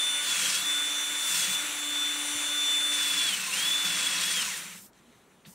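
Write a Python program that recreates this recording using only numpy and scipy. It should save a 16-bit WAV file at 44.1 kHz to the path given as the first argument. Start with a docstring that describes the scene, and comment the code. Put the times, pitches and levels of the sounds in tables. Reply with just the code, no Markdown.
"""Drill with a sanding disc on a metal tube

A cordless drill in the open: its motor whines on multiples of the shaft speed over filtered noise for gears and fan.
The disc touches an aluminium tube: noise in grit, wall and boom bands rasps and booms as the shaft slows.
The trigger is let go, the spindle ticks to rest as decaying modes, and a glove wipes along the tube.
Rumble, hush and rustle lie beneath; squeal, hum and soft thuds are short sines."""
import sys
import numpy as np
from scipy import signal
from scipy.fft import rfft, irfft, next_fast_len
from scipy.io import wavfile
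from scipy.ndimage import uniform_filter1d, map_coordinates

SR = 44100
rng = np.random.default_rng(int(sys.argv[2]) if len(sys.argv) > 2 else 0)


def transcribe(signal):
    """Save signal, clipped to [-1, 1], as a 16-bit WAV file at the path in sys.argv[1]."""
    frames = np.atleast_2d(signal).T
    limited = np.clip(frames, -1, 1)
    pcm = np.round(limited * 32767).astype(np.int16)
    wavfile.write(sys.argv[1], SR, pcm)


N = 244308

FREE_HZ = 293.4  # shaft speed running free
# what reaches the microphone as the housing turns, before load, slowing and wobble:
# [t/s, whine/dB, shaft hum/dB, high whine/dB, fan over gears/dB]
HOUSING_LEVELS = [(0, -27.5, -59, -39, 0), (.22, -34, -57.5, -43.5, -1.5), (.4, -36, -58, -45, 1),
                  (.47, -37, -59, -41, 3), (.505, -48, -59, -45, 2), (.54, -38, -62, -37, 1),
                  (.72, -29, -53.5, -41, 0), (1.12, -34.5, -56, -51, -0.5), (1.32, -33.5, -60, -47, 3.5),
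                  (1.57, -32.5, -57, -42, 1), (1.7, -42.5, -54.5, -54, -0.5), (1.9, -31.5, -48, -56, -0.5),
                  (2.08, -32, -50, -59, -2), (2.26, -40, -48, -42, 0), (2.67, -27, -51.5, -44, 0.5),
                  (2.92, -27, -52.5, -41, 0), (3.26, -31.5, -56, -56, -3.5), (3.36, -34.5, -56, -52, -3),
                  (3.43, -26.5, -56, -50, -6), (3.505, -39, -60, -50, -9), (3.54, -31, -54, -51, -7),
                  (3.68, -30, -55.5, -50, 1), (3.9, -30, -54.5, -54, -4.5), (4.22, -38, -60, -54, -6),
                  (4.37, -31.5, -60, -50, 0), (4.43, -32, -54, -50, -2)]


def amp(db):
    """Amplitude factor of a level in dB."""
    return 10 ** (np.asarray(db) / 20)


def unit(x):
    """x scaled to rms 1."""
    return x / np.sqrt(np.mean(x ** 2) + 1e-20)


def along(points, hz):
    """Interpolate (Hz, value) points on a log frequency axis."""
    f, v = np.transpose(points)
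    return np.interp(np.log(hz + 1), np.log(f + 1), v)


def curves(rows):
    """One value per sample for each column after the time."""
    s, *cols = np.transpose(rows)
    return [np.interp(np.arange(N) / SR, s, c) for c in cols]


def window(t0_s, t1_s, fade_s):
    """1 between two times, with linear fades inside them."""
    t = np.arange(N) / SR
    return np.clip(np.minimum(t - t0_s, t1_s - t) / fade_s, 0, 1)


def wobble(rate_hz):
    """Random curve, straight between rate_hz knots a second."""
    knots = rng.standard_normal(int(N * rate_hz / SR) + 4)
    return map_coordinates(knots, [np.arange(N) * rate_hz / SR], order=1)


def filtered(x, response):
    """x times a complex response of frequency."""
    m = next_fast_len(N + 8192)
    return irfft(rfft(x, m) * response(np.fft.rfftfreq(m, 1 / SR)), m)[..., :N]


def resonances(modes):
    """Response of (Hz, width Hz, dB) modes summed with alternating sign."""
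    def response(f):
        total = 0
        for k, (centre, width, db) in enumerate(modes):
            damping = 1j * f * width
            total = total + (-1) ** k * amp(db) * damping / (centre ** 2 - f ** 2 + damping)
        return total
    return response


def colour(points):
    """Response of a (Hz, dB) spectrum."""
    return lambda hz: amp(along(points, hz))


def noise(response, patchy_db, grainy_db=0.):
    """Noise of rms 1 with time-frequency patches of random gain and grains of uneven size."""
    grains = rng.standard_normal(N) * amp(grainy_db * wobble(2500))
    z = signal.stft(grains, nperseg=512)[2]
    field = uniform_filter1d(rng.standard_normal(z.shape), 6, 0)
    field = uniform_filter1d(field, 8, 1)
    patched = signal.istft(z * amp(patchy_db * unit(field)), nperseg=512)[1][:N]
    return unit(filtered(patched, response))


def shaft():
    """Shaft turns, halvings of speed below free running, and load (0-1) taken from the speed sag."""
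    # shaft speed; after the last point it coasts evenly to a stop: [t/s, f/Hz]
    speed = [(0, 294), (.25, 293.8), (.39, 278.8), (.48, 276.7), (.54, 272), (.63, 290.5), (.72, 293),
             (1.3, 293.3), (1.42, 281.4), (1.5, 290), (1.62, 292.8), (2.96, 293.4), (3.06, 288.3),
             (3.27, 285.4), (3.4, 222.7), (3.5, 205.8), (3.58, 262.2), (3.67, 285.6), (3.8, 293),
             (3.97, 283.4), (4.22, 278.3), (4.3, 282.5), (4.375, 274.3), (4.43, 239.7), (4.53, 162)]
    stop_s = 4.825
    coast = np.clip((stop_s - np.arange(N) / SR) / (stop_s - speed[-1][0]), 1e-6, 1)
    hz = curves(speed)[0] * coast
    load = np.clip((FREE_HZ - hz) / 8, 0, 1)
    unsteady = 1 + (0.00059 + 0.002 * load + .004 * (1 - coast)) * wobble(80)
    return np.cumsum(hz * unsteady) / SR, np.log2(FREE_HZ / hz), load


def whine(turns, halvings, load):
    """Shaft-speed multiples swell as the housing turns; load adds flutter and weakens the upper ones."""
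    # multiples with their own load loss and flutter, free running: [multiple/1, level/dB]
    middle_orders = [(3, -63), (5, -50.5), (20, -47)]
    # weak multiples, free running: [multiple/1, level/dB]
    weak_orders = [(2, -62), (4, -57), (10, -51), (14, -58), (15, -54), (17, -64), (18, -60), (21, -60),
                   (22, -54), (23, -59), (24, -54), (25, -49), (26, -52), (27, -51), (28, -56), (29, -55),
                   (30, -53), (32, -57), (33, -58), (34, -56), (35, -52), (36, -61), (37, -65), (38, -66),
                   (39, -64), (40, -58), (41, -67), (42, -67), (45, -67), (49, -64), (50, -62), (51, -64),
                   (52, -67)]
    whine_order, high_order = 12, 31
    case_hz, case_width_hz, case_db = 1010, 45, -34
    db_per_halving = 21

    def tone(order):
        return np.sqrt(2) * np.sin(2 * np.pi * (order * turns + rng.random()))

    def flutter_db():
        return (1.2 + 2.6 * load + 4 * np.minimum(halvings, 1)) * wobble(70)

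    whine_db, hum_db, high_db, _ = curves(HOUSING_LEVELS)
    total = amp(whine_db + 1.23 * wobble(7.9) + flutter_db()) * tone(whine_order)
    total += amp(hum_db + flutter_db()) * tone(1)
    total += amp(high_db - 13 * load + 3 * wobble(9) + flutter_db()) * tone(high_order)
    for order, db in middle_orders:
        load_loss_db = 18 if order > whine_order else 6
        level_db = db - load * load_loss_db + 4.24 * wobble(9) + flutter_db()
        total += amp(level_db) * tone(round(order))
    # the casing rings when the fifth multiple sinks through its resonance
    fifth_hz = FREE_HZ * 5 / 2 ** halvings
    total += amp(case_db + flutter_db()) / (1 + ((fifth_hz - case_hz) / case_width_hz) ** 2) * tone(5)
    for order, db in weak_orders:
        total += amp(db - 20 * load + 4 * wobble(8)) * tone(order)
    return total * amp(-db_per_halving * halvings)


def rush(turns, halvings):
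    """Gear clatter and fan hiss, falling as the shaft slows; the fan beats once and twice per turn."""
    # gear noise spectrum: [f/Hz, relative density/dB]
    gear_spectrum = [(35, -65), (60, -44), (236, -24.5), (289, -13.5), (427, -20), (513, -14.5), (653, -16),
                     (1370, -7), (1450, -6.5), (1680, -6), (2210, -3.5), (3270, -5.5), (3450, -7.5),
                     (3720, -5), (5000, -25.5), (6500, -50.5), (11000, -120)]
    # fan noise spectrum: [f/Hz, relative density/dB]
    fan_spectrum = [(2650, -23), (4500, -3.5), (5040, -11), (5590, -4.5), (5680, -0.5), (6740, -1),
                    (7400, 2), (8130, -2), (10100, -3), (12600, -14), (15500, -13.5)]
    gears_db, db_per_halving = -37, 4.5
    beat = 1 + 0.052 * np.cos(2 * np.pi * turns) + 0.059 * np.cos(4 * np.pi * turns)
    gears = noise(colour(gear_spectrum), patchy_db=1.0)
    fan = noise(colour(fan_spectrum), patchy_db=1.0, grainy_db=1.0)
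    fan = amp(curves(HOUSING_LEVELS)[3]) * beat * fan
    return amp(gears_db - db_per_halving * halvings + 0.62 * wobble(7)) * (gears + fan)


def air():
    """Distant rumble, the hush of the surroundings and clothes that stir more once the work is done."""
    # distant rumble spectrum: [f/Hz, relative density/dB]
    rumble_spectrum = [(12, -40), (30, -14), (48, -1), (70, -3), (110, -6), (200, -44)]
    # hush spectrum: [f/Hz, relative density/dB]
    hush_spectrum = [(12, -49), (20, -34), (161, -9.5), (189, -6), (324, -12), (404, -8), (437, -14),
                     (602, -15), (640, -15.5), (1370, -17), (2400, -31), (3120, -49), (5280, -120)]
    # rustle spectrum: [f/Hz, relative density/dB]
    rustle_spectrum = [(1060, -23), (1800, -3), (2400, -5), (2780, -6), (3210, -5), (3980, -7), (4990, -15),
                       (5920, -9.5), (9050, -11), (15500, -22)]
    rumble_db, hush_db, rustle_db, rustle_s = -77.5, -62, -66, 4.95
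    rumble = noise(colour(rumble_spectrum), patchy_db=0.0)
    hush = noise(colour(hush_spectrum), patchy_db=1.2)
    stir_db = -5.5 + 5.6 * window(rustle_s - .04, 9, .05)
    stir_db += 4 * window(rustle_s - .02, rustle_s + .06, .02) + 1.2 * wobble(12)
    rustle = amp(stir_db) * noise(colour(rustle_spectrum), patchy_db=1.8, grainy_db=1.0)
    return amp(rumble_db) * rumble + amp(hush_db) * hush + amp(rustle_db) * rustle


def contact_noises(turns):
    """Grit, fine grit, tube wall and boom noises; the warped disc bears unevenly once and twice a turn."""
    # grit spectrum: [f/Hz, relative density/dB]
    grit_spectrum = [(3800, -23.5), (5000, -1), (5700, 0.5), (6700, -0.5), (8900, 1.5), (9400, -0.5),
                     (10000, -8), (11000, -16.5), (14300, -33), (22000, -120)]
    # fine grit spectrum: [f/Hz, relative density/dB]
    fine_spectrum = [(6470, -35), (11000, -1), (13300, -2.5), (14700, -3), (15500, -5)]
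    # tube wall modes: [f/Hz, width/Hz, relative level/dB]
    wall_modes = [(513, 14, -5.5), (1008, 34, -1), (1170, 64, -5.5), (1420, 146, 0), (1894, 260, -0.5),
                  (2210, 230, 0), (2684, 210, 3), (3106, 180, 5.5), (3310, 780, 2), (4440, 610, 0.5)]
    # tube on its rest, response before squaring: [f/Hz, width/Hz, relative level/dB]
    boom_modes = [(126, 62, -8), (169, 34, 1.5), (198.7, 38, 0)]
    disc = turns / 14.5  # gear reduction
    bearing_db = 0.69 * np.cos(4 * np.pi * disc) + 0.57 * np.cos(2 * np.pi * disc)
    bearing = amp(bearing_db + 0.19 * wobble(40))
    grit = bearing * noise(colour(grit_spectrum), patchy_db=2.0, grainy_db=1.5)
    fine = noise(colour(fine_spectrum), patchy_db=2.0, grainy_db=1.5)
    fine = bearing * amp(1.5 * wobble(14)) * fine
    wall = bearing * noise(resonances(wall_modes), patchy_db=1.0, grainy_db=3.0)
    boom = noise(lambda f: resonances(boom_modes)(f) ** 2, patchy_db=1.)
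    return grit, fine, wall, boom


def sanding(contact, halvings):
    """Disc pressure drives grit, wall ring and tube boom; a slower disc rings the wall less."""
    # pressure of the disc, one list per touch: [t/s, grit/dB, boom/dB]
    touches = [
        [(.2, -45, -75), (.29, -33, -52), (.37, -32.5, -61), (.42, -32, -50), (.56, -31.5, -56),
         (.62, -39.5, -53), (.7, -47, -70)],
        [(1.2, -52, -75), (1.28, -37.5, -65), (1.36, -31, -51), (1.43, -32, -56), (1.5, -36.5, -51),
         (1.546, -35, -54), (1.57, -56, -57), (1.7, -59, -68)],
        [(2.9, -41, -72), (3.01, -34.5, -63), (3.14, -34, -61), (3.3, -33, -58), (3.38, -36.5, -57),
         (3.5, -36.5, -58), (3.55, -33.5, -54), (3.73, -37, -56), (3.81, -40, -78), (3.86, -34, -52.5),
         (4.06, -33.5, -53.5), (4.37, -33, -52), (4.55, -39.5, -60), (4.72, -54.5, -57), (4.79, -52, -60),
         (4.865, -56, -66), (4.885, -68, -82)],
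    ]
    # balance of each touch at full pressure: [fine grit over grit/dB, wall ring over grit/dB]
    tints = [(-10, -1), (-7, -2.5), (-9.5, -0.5)]
    full_db, fine_follows, wall_follows = -34, 0.56, 1.05  # follows: dB per dB of grit
    wall_db_per_halving = 2.2
    grit, fine, wall, boom = contact
    out = np.zeros(N)
    for rows, (fine_db, wall_db) in zip(touches, tints):
        grit_db, boom_db = curves(rows)
        swing_db = grit_db - full_db
        slowing_db = wall_db_per_halving * np.minimum(halvings, 4)
        rasp = amp(swing_db) * grit
        rasp += amp(fine_db + fine_follows * swing_db) * fine
        rasp += amp(wall_db + wall_follows * swing_db - slowing_db) * wall
        gate = window(rows[0][0], rows[-1][0] + 0.025, 0.024)
        out += gate * (amp(full_db) * rasp + amp(boom_db) * boom)
    return out


def glove_wipe(contact):
    """The glove lands with a decaying scuff of the wall, then slides on with grit and boom noise."""
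    wipe_s, scuff_db, scuff_t60_s = 5.447, -52.5, 0.17
    slide_db, boom_db = -58, -56.5
    grit, fine, wall, boom = contact
    since_s = np.maximum(np.arange(N) / SR - wipe_s - .012, 0)
    scuff = window(wipe_s, 9, 0.0056) * amp(scuff_db - 60 * since_s / scuff_t60_s) * wall
    slide = amp(slide_db) * grit + amp(slide_db - 3) * fine + amp(boom_db) * boom
    return scuff + window(wipe_s + 0.0046, 9, 0.018) * slide


def brief_tones():
    """Gliding sines with random level: a squeal of the tube and a low hum."""
    # squeal, hum: [t/s, length/s, from f/Hz, to f/Hz, rms level/dB]
    tones = [(.41, 0.093, 3150, 3090, -36), (5.04, .085, 222, 248, -61)]
    out = np.zeros(N)
    for s, length_s, from_hz, to_hz, db in tones:
        hz, = curves([(s, from_hz), (s + length_s, to_hz)])
        sine = np.sqrt(2) * np.sin(2 * np.pi * np.cumsum(hz) / SR)
        out += amp(db + 1.2 * wobble(49)) * sine * window(s, s + length_s, 0.031)
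    return out


def soft_thuds():
    """Low sines with a soft onset and exponential decay."""
    # thuds, level before the onset curve: [t/s, level/dB, f/Hz]
    thuds = [(1.919, -53, 109.3), (2.349, -44, 110.1), (5.477, -40, 163)]
    out, t = np.zeros(N + SR), np.arange(SR // 8) / SR
    for s, db, hz in thuds:
        thud = amp(db - 60 * t / 0.077) * np.sin(2 * np.pi * hz * t)
        out[round(s * SR):][:len(t)] += thud * (1 - np.exp(-t / .003))
    return out[:N]


def spindle_ticks():
    """The spindle ticks to rest: decaying chuck modes plus a short noise snap."""
    # ticks: [t/s, relative level/dB]
    ticks = [(4.9325, -49.5), (4.9525, -58), (4.977, -56), (4.9955, -56)]
    # chuck modes, level varies from tick to tick: [f/Hz, relative level/dB, t60/s]
    chuck_modes = [(2300, -3, .012), (3020, -1, 0.014), (3900, -3, .012), (4600, -2, 0.011),
                   (6400, -10, .012), (7600, -7, .008), (9300, -15, .006)]
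    out, t = np.zeros(N + SR), np.arange(SR // 8) / SR
    for s, db in ticks:
        ring = np.zeros(len(t))
        for hz, level_db, t60_s in chuck_modes:
            ring += amp(level_db + rng.normal(0, 2.5) - 60 * t / t60_s) * np.sin(2 * np.pi * hz * t)
        snap = np.convolve(rng.standard_normal(len(t)), [1, 2, 2, 1, -1, -2, -2, -1], "same")
        snap *= amp(-60 * t / .012)
        out[round(s * SR):][:len(t)] += amp(db) * (.22 * ring + .15 * snap)
    return out[:N]


def scene():
    """Tones and small sounds in mid; noises drawn separately for mid and side spread the image."""
    # side level of the noises: [f/Hz, gain/dB]
    scatter = [(40, -22), (150, -20), (400, -15.5), (650, -15), (1500, -18), (2300, -19.5), (2900, -70),
               (5200, -62), (5800, -11.5), (9000, -17), (10500, -43), (15000, -39)]
    turns, halvings, load = shaft()

    def noises():
        contact = contact_noises(turns)
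        return rush(turns, halvings) + air() + sanding(contact, halvings) + glove_wipe(contact)

    tones = whine(turns, halvings, load)
    # the whine leans left and sways a little as the tool moves
    sway = 0.027 + 0.084 * wobble(3.1)
    side = filtered(noises(), colour(scatter)) + sway * tones
    mid = tones + noises() + brief_tones() + soft_thuds() + spindle_ticks()
    return np.array([mid + side, mid - side])


def record(dry):
    """The two ports lean left or right with frequency; nothing passes above the band limit."""
    # port balance: [f/Hz, left minus right/dB]
    lean = [(60, .5), (110, -.5), (200, -1.5), (380, -1.5), (700, 3), (1290, 2.5), (2400, .2), (5500, .3),
            (8000, .6), (15000, .1)]
    top_hz = 15700
    return filtered(dry, lambda hz: amp(np.outer([.5, -.5], along(lean, hz))) * (hz < top_hz))


dry = scene()
out = record(dry)
transcribe(out)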